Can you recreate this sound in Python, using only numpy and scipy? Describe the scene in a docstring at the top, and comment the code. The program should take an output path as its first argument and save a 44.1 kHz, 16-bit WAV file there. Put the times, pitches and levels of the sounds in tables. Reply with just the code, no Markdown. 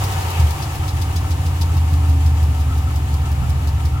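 """A booming, ticking V8 pickup settles from a raised speed to idle, heard outdoors by its open door.
Uneven firings make the boom in the exhaust. Once per engine cycle (two turns of the crankshaft)
a hissy tick escapes, like a small exhaust leak. Lighter valve clicks fall in between, some with a ring.
Under the bonnet the belt drive and fan rush and whine, over a low drone and rumble.
There is a brief rasp as the engine drops back, and one soft, low bump near the end."""
import sys
import numpy as np
from scipy import signal
from scipy.io import wavfile
from scipy.ndimage import uniform_filter1d

SR = 44100
rng = np.random.default_rng(int(sys.argv[2]) if len(sys.argv) > 2 else 0)


def master(y):
    """Save y as 16-bit WAV."""
    cut = np.clip(np.atleast_2d(y).T, -1, 1)
    pcm = np.round(cut * 32767)  # scale
    wavfile.write(sys.argv[1], SR, pcm.astype(np.int16))


N = 176400
TIME = np.arange(N) / SR

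# Levels in the tables are relative: the functions add gains of their own.
# how alike the two ears' noise is, 1 being fully alike: (frequency [Hz], likeness [0-1])
EAR_LIKENESS = [(30, 0.5), (70, 0.63), (130, 1), (280, 0.84), (450, 0.83), (800, 0), (1200, 1),
                (2200, 0.05), (4000, 0), (15000, 0.12)]
# how much louder the noise is on the left: (frequency [Hz], left minus right [dB])
EAR_BALANCE = [(100, 1), (600, -0.4), (1200, 3.5), (2500, 2), (5000, 2), (9000, 3), (14000, 1.5)]
# tone colour of the low rumble: (frequency [Hz], level [dB])
RUMBLE_SPECTRUM = [(20, 6), (35, 0), (50, -39), (80, 1.5), (125, 8.5), (180, -17), (300, -13), (600, -22.5)]
# loudness of the drone that follows the crankshaft: (time [s], level [dB])
DRONE_LEVELS = [(0, -67), (1.0, -54), (1.2, -43), (1.7, -41.5), (2.0, -35.5), (2.2, -35.5), (2.45, -39),
                (2.68, -37.5), (2.9, -40), (3.8, -43.5), (4, -52)]
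# engine tones that can hum: (vibrations per cycle [count])
HUM_HARMONICS = [17, 21, 24, 40]
# the resonance each of those tones passes: (peak level [dB], frequency [Hz], half width [Hz])
HUM_RESONANCES = [(-26.5, 127, 5.4), (-26.5, 132.5, 2.3), (-36.5, 148, 4), (-42, 295, 30)]
# loudness of the fan and belt rush: (time [s], middle level [dB], treble level [dB])
RUSH_LEVELS = [(0.0, -32.5, -33), (0.02, -27.5, -34), (0.05, -31, -34), (0.18, -29.5, -34.5),
               (0.89, -35, -39.5), (2.53, -37, -42), (3.65, -36.5, -43), (3.94, -38.5, -44),
               (4.0, -39, -49)]
# tone colour of the middle of the rush: (frequency [Hz], level [dB])
RUSH_MIDDLE_SPECTRUM = [(150, -15), (300, -4.5), (450, 6.5), (620, -4), (850, 7), (1200, 2.5), (1550, -6),
                        (2100, -2), (2900, -5.5), (3800, -40), (6000, -28)]
# tone colour of the treble of the rush: (frequency [Hz], level [dB])
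RUSH_TREBLE_SPECTRUM = [(2000, -0.5), (3300, 0), (5000, -0.5), (7200, -1.5), (9500, -2.5), (11500, -4),
                        (14000, -6.5), (16000, -4.5)]
# pitches at which the engine bay rings: (frequency [Hz], width [Hz], level against the rush [dB])
BAY_RESONANCES = [(292, 36, -30), (375.5, 23, -16), (700, 61, -12.5), (760, 53, -9), (830, 55, -9),
                  (903, 30, -10.5), (1100, 16, -24), (1201.5, 46, -13), (1302.5, 32, -13),
                  (1749, 44, -16.5), (2272, 22, -24), (2620, 35, -20), (3493, 30, -26), (3702, 45, -23),
                  (4241, 30, -24), (4847, 28, -23.5), (7080, 120, -25), (2878, 82, -17.5),
                  (7080, 1000, -17.5), (11500, 580, -25)]
# the two tones of the whine: (frequency [Hz], starting level against the rush [dB])
WHINE_TONES = [(764, -6), (929, -9.5)]
# the low bump at its peak: (time [s], level [dB])
BUMP_PEAKS = [(3.41, -21)]
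# tone colour of the bump: (frequency [Hz], level [dB])
LOW_BUMP_SPECTRUM = [(22, -14), (40, 24), (90, 12), (220, 5), (400, -47), (900, -55)]
# soft ringing that comes with some valve clicks: (time [s], level [dB])
CLICK_RINGS = [(.69, -41), (.835, -37), (1.10, -42), (1.25, -39), (2.04, -39), (2.54, -41), (2.72, -34),
               (2.89, -42), (3.26, -41), (3.44, -38), (3.61, -44), (3.80, -39), (3.971, -34)]
# valve clicks, about two thirds through a cycle: (time [s], level [dB])
VALVE_CLICKS = [(.186, -49), (.468, -36), (.581, -43), (.703, -40), (.832, -39), (.966, -37.5),
                (1.106, -45), (1.255, -49), (1.407, -48), (1.560, -42), (1.715, -40), (1.874, -39),
                (2.037, -45), (2.203, -39.5), (2.370, -38.5), (2.396, -47), (2.543, -41), (2.721, -40),
                (2.897, -42), (3.072, -41), (3.253, -37.5), (3.432, -47), (3.61, -52), (3.796, -38),
                (3.971, -43)]
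# tone colour of a click: (frequency [Hz], level [dB])
VALVE_SPECTRUM = [(1400, 15), (2000, 13.5), (2800, 18.5), (4000, 4), (7000, 11), (10000, 5), (16000, -14)]
# one tick per cycle, so these also set the engine's pace: (time [s], body level [dB], hiss level [dB])
CYCLE_TICKS = [(-.047, -33, -37), (0.037, -36, -31), (0.121, -36, -41), (0.209, -44, -47),
               (0.301, -38.5, -36), (0.396, -35.5, -33), (0.503, -42, -35.5), (0.621, -34, -41),
               (0.748, -43, -38), (0.878, -35.5, -43), (1.014, -35.5, -34.5), (1.158, -33.5, -35),
               (1.306, -35.5, -37), (1.457, -42, -40), (1.611, -32, -36), (1.767, -40.5, -40),
               (1.930, -42, -42), (2.092, -43, -42), (2.259, -39.5, -41), (2.427, -44, -40),
               (2.6, -43.5, -42), (2.776, -48, -41), (2.957, -43, -40), (3.135, -42, -40),
               (3.313, -48, -40), (3.494, -44.5, -39), (3.672, -39.5, -37.5), (3.851, -39.5, -40),
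               (4.032, -40, -42)]
# tone colour of a tick's body: (frequency [Hz], level [dB])
TICK_BODY_SPECTRUM = [(1500, -39), (2800, -3.5), (3700, -0.5), (5000, 0), (6500, -9), (8500, -7),
                      (12000, -19)]
# tone colour of a tick's hiss: (frequency [Hz], level [dB])
TICK_HISS_SPECTRUM = [(3000, -9), (6000, -3), (8500, -3), (11000, 1), (13500, 1.5), (16000, 1)]
# the eight firings, 90 crank degrees apart: (delay at the tailpipe [crank degrees], level [dB])
CYLINDER_FIRINGS = [(23.8, -1), (53.3, 1.5), (57.4, 4), (30.3, -0.3), (60.6, 3), (67, -2.1), (39.2, -1.5),
                    (58.1, 5.5)]
# how hard the engine fires: (time [s], level [dB])
FIRING_STRENGTH = [(0, 5.5), (.34, -2), (.395, 10), (.45, 2.5), (.52, -4), (.9, 2.5), (1.5, 5), (2.3, 7),
                   (2.9, 6), (4, 6.5)]
# pitches at which the exhaust pipe rings: (frequency [Hz], width [Hz], level [dB])
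PIPE_RESONANCES = [(78.55, 9.86, 6), (134.8, 17.4, -12.5)]
SIDES = np.array([[1], [-1]])   # plus for the left ear, minus for the right


def from_db(db):
    """Turn decibels into a number to multiply by."""
    return 10 ** (np.asarray(db) / 20)


def unit_level(x):
    """Scale a signal so that its average strength (rms) is 1."""
    return x / np.sqrt(np.mean(x ** 2) + 1e-20)


def at_time(rows, at=TIME):
    """Read each column of a curve at the given times."""
    times, *columns = np.transpose(rows)
    return [np.interp(at, times, column) for column in columns]


def at_hz(points, hz):
    """Read a curve at one frequency, with octaves evenly spaced."""
    frequencies, values = np.transpose(points)
    return np.interp(np.log(hz), np.log(frequencies), values)


def waver(per_s):
    """A random wander: straight lines to a new value this many times a second."""
    corners = np.arange(0, TIME[-1] + 1, 1 / per_s)
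    return np.interp(TIME, corners, rng.standard_normal(N)[:len(corners)])


def resonate(x, hz, width_hz):
    """A resonance: it lets one pitch through at full strength and weakens the rest."""
    r = np.exp(-np.pi * width_hz / SR)
    feedback = [1, -2 * r * np.cos(2 * np.pi * hz / SR), r * r]
    return signal.lfilter(np.array([1, 0, -1]) * (1 - r * r) / 2, feedback, x)


def spread(pair, hz):
    """Mix two unrelated noises into left and right, with the likeness and balance of that frequency."""
    alike = np.clip(at_hz(EAR_LIKENESS, hz), -1, 1)
    stereo = np.sqrt(1 + alike) * pair[0] + np.sqrt(1 - alike) * pair[1] * SIDES
    return stereo * from_db(SIDES * at_hz(EAR_BALANCE, hz) / 2)


def noise(spectrum):
    """Stereo noise with a given tone colour, built from bands about half an octave wide."""
    edges = 20 * 2 ** np.arange(0, 10, .49)
    white, out = rng.standard_normal((2, 2, N)), 0
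    for k, (low, high) in enumerate(zip(edges, edges[1:])):
        hz = np.sqrt(low * high)
        if high > spectrum[0][0] and low < spectrum[-1][0]:
            band_pass = signal.butter(2, [low, high], "band", fs=SR, output="sos")
            band = signal.sosfilt(band_pass, white[k % 2])
            out = out + from_db(at_hz(spectrum, hz)) * spread(band, hz)
    return unit_level(out)


def ringing_noise(hz, width_hz):
    """Stereo noise that rings around one pitch, filtered twice to keep it narrow."""
    ring = resonate(rng.standard_normal((2, N)), hz, width_hz)
    return unit_level(spread(resonate(ring, hz, 2 * width_hz), hz))


def bursts(times, levels_db, attack_s, hold_s, decay_s):
    """A loudness curve that rises, holds and dies away at each of the times."""
    out = 0
    for start, db in zip(times, levels_db):
        rise = np.clip((TIME - start) / attack_s, 0, 1)
        fall = np.exp(-np.clip((TIME - start - attack_s - hold_s) / decay_s, 0, 20))
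        out = out + from_db(db) * rise * fall
    return out


def swell(centre_s, half_length_s):
    """A smooth, bell-shaped rise and fall in loudness."""
    return np.exp(-np.minimum(((TIME - centre_s) / half_length_s) ** 2, 20))


def rumble():
    """Steady, deep noise beneath everything else."""
    return from_db(-32.5) * noise(RUMBLE_SPECTRUM)


def cavity_hum():
    """A hollow space that the running engine keeps humming."""
    return from_db(-42.5) * ringing_noise(hz=280.7, width_hz=59)


def drone(cycle, vibrations_per_cycle=46, waver_db=1.8):
    """Tones that follow the crankshaft: a rough drone, and hums that grow as they pass a resonance."""
    cycles_per_s = uniform_filter1d(np.gradient(cycle) * SR, size=4000)
    drone_db = at_time(DRONE_LEVELS)[0] + waver_db * waver(per_s=35)
    out = from_db(drone_db) * np.sin(2 * np.pi * vibrations_per_cycle * cycle)
    for count, (db, hz, half_width) in zip(HUM_HARMONICS, HUM_RESONANCES):
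        off_pitch = (count * cycles_per_s - hz) / half_width
        out = out + from_db(db) / np.hypot(1, off_pitch) * np.sin(2 * np.pi * count * cycle)
    return np.sqrt(2) * out


def whine(wander_hz=7, waver_db=3, fade_db_per_s=0.7):
    """Belt and fan tones that flutter in pitch and level, differently at each ear, and slowly fade."""
    def tone(hz):
        pitch = hz + wander_hz * waver(per_s=30)
        phase = 2 * np.pi * (rng.random() + np.cumsum(pitch) / SR)
        return from_db(waver_db * waver(per_s=30)) * np.sin(phase)

    out = 0
    for hz, db in WHINE_TONES:
        stereo = tone(hz) + from_db(-3) * tone(hz) * SIDES
        out = out + from_db(db - fade_db_per_s * TIME) * unit_level(stereo)
    return out


def engine_bay(cycle):
    """The fan and belt rush and whine, and part of their noise rings in the space under the bonnet."""
    middle_db, treble_db = at_time(RUSH_LEVELS)
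    # the ringing, the whine and the treble swell a little late in each cycle
    ring_swell_db = np.cos(2 * np.pi * (cycle - 0.82))
    treble_swell_db = 0.8 * np.cos(2 * np.pi * (cycle - 0.94))
    rings = sum(from_db(db) * ringing_noise(hz, width) for hz, width, db in BAY_RESONANCES)
    pitched = from_db(ring_swell_db) * (rings + whine())
    middle = from_db(-0.94) * noise(RUSH_MIDDLE_SPECTRUM)
    treble = from_db(0.62 + treble_swell_db) * noise(RUSH_TREBLE_SPECTRUM)
    return from_db(middle_db) * (middle + pitched) + from_db(treble_db) * treble


def bump(attack_s=0.025):
    """A soft, dull knock made of low noise."""
    peak_times, db = np.transpose(BUMP_PEAKS)
    loudness = bursts(peak_times - attack_s, db, attack_s, hold_s=0.007, decay_s=0.11)
    return loudness * noise(LOW_BUMP_SPECTRUM)


def rasp():
    """One short swell of noise in a broad resonance as the engine drops back."""
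    loudness = from_db(-35) * swell(centre_s=0.367, half_length_s=0.054)
    return loudness * ringing_noise(hz=2570, width_hz=800)


def click_rings():
    """A soft, breathy ringing near 1300 Hz that comes with some of the valve clicks."""
    loudness = sum(from_db(db) * swell(time, half_length_s=.026) for time, db in CLICK_RINGS)
    return loudness * ringing_noise(hz=1310, width_hz=75)


def valve_clicks():
    """The parts that work the valves make light, dry clicks between the ticks."""
    times, db = np.transpose(VALVE_CLICKS)
    return bursts(times, db, attack_s=0.0023, hold_s=0.005, decay_s=0.017) * noise(VALVE_SPECTRUM)


def ticks(sputter_db=2.2):
    """Each tick is a sputtering spit of gas: a bright hiss and a longer body with a metallic ring."""
    times, body_db, hiss_db = np.transpose(CYCLE_TICKS)
    body = noise(TICK_BODY_SPECTRUM) + from_db(-7.5) * ringing_noise(hz=4980, width_hz=220)
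    sputter = from_db(sputter_db * waver(per_s=350))
    body_loudness = bursts(times, body_db + 0.44, attack_s=.0015, hold_s=.012, decay_s=.014)
    hiss_loudness = bursts(times, hiss_db - 0.5, attack_s=.002, hold_s=.004, decay_s=.011)
    return sputter * (body_loudness * body + hiss_loudness * noise(TICK_HISS_SPECTRUM))


def exhaust(cycle_starts, gain_db=30.5, scatter_db=1.1, band_hz=(55, 165)):
    """Eight firings per cycle, uneven in strength and spacing, make the exhaust pipe boom."""
    delay_deg, cylinder_db = np.transpose(CYLINDER_FIRINGS)
    cycles = np.arange(len(cycle_starts))
    place_in_cycle = (90 * np.arange(8) + delay_deg) / 720
    times = np.interp(cycles[:-1, None] + place_in_cycle, cycles, cycle_starts)
    db = gain_db + at_time(FIRING_STRENGTH, times)[0] + cylinder_db
    db += scatter_db * rng.standard_normal(times.shape)
    pulses = np.zeros(N + 2 * SR)   # a spare second at each end holds the outermost firings
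    pulses[((times + 1) * SR).astype(int)] = from_db(db)
    muffled = signal.sosfilt(signal.butter(2, band_hz, "band", fs=SR, output="sos"), pulses + 1e-18)
    boom = sum((-1) ** k * from_db(level) * resonate(muffled, hz, width)
               for k, (hz, width, level) in enumerate(PIPE_RESONANCES))
    return boom[SR:SR + N]


def scene(left_delay_s=0.00018):
    """Add up all the sounds around one count of engine cycles; the left ear hears them a little later."""
    cycle_starts = np.array(CYCLE_TICKS)[:, 0]
    cycle = np.interp(TIME, cycle_starts, np.arange(len(cycle_starts)))   # goes up by 1 per cycle
    engine = exhaust(cycle_starts) + drone(cycle) + engine_bay(cycle)
    short_sounds = click_rings() + ticks() + valve_clicks() + rasp() + bump()
    left, right = engine + short_sounds + cavity_hum() + rumble()
    return np.array([np.interp(TIME - left_delay_s, TIME, left), right])


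def record(dry):
    """Steeply cut the highest treble, above 15900 Hz."""
    return signal.sosfilt(signal.ellip(10, .2, 90, 15900, fs=SR, output="sos"), dry)


dry = scene()
out = record(dry)
master(out)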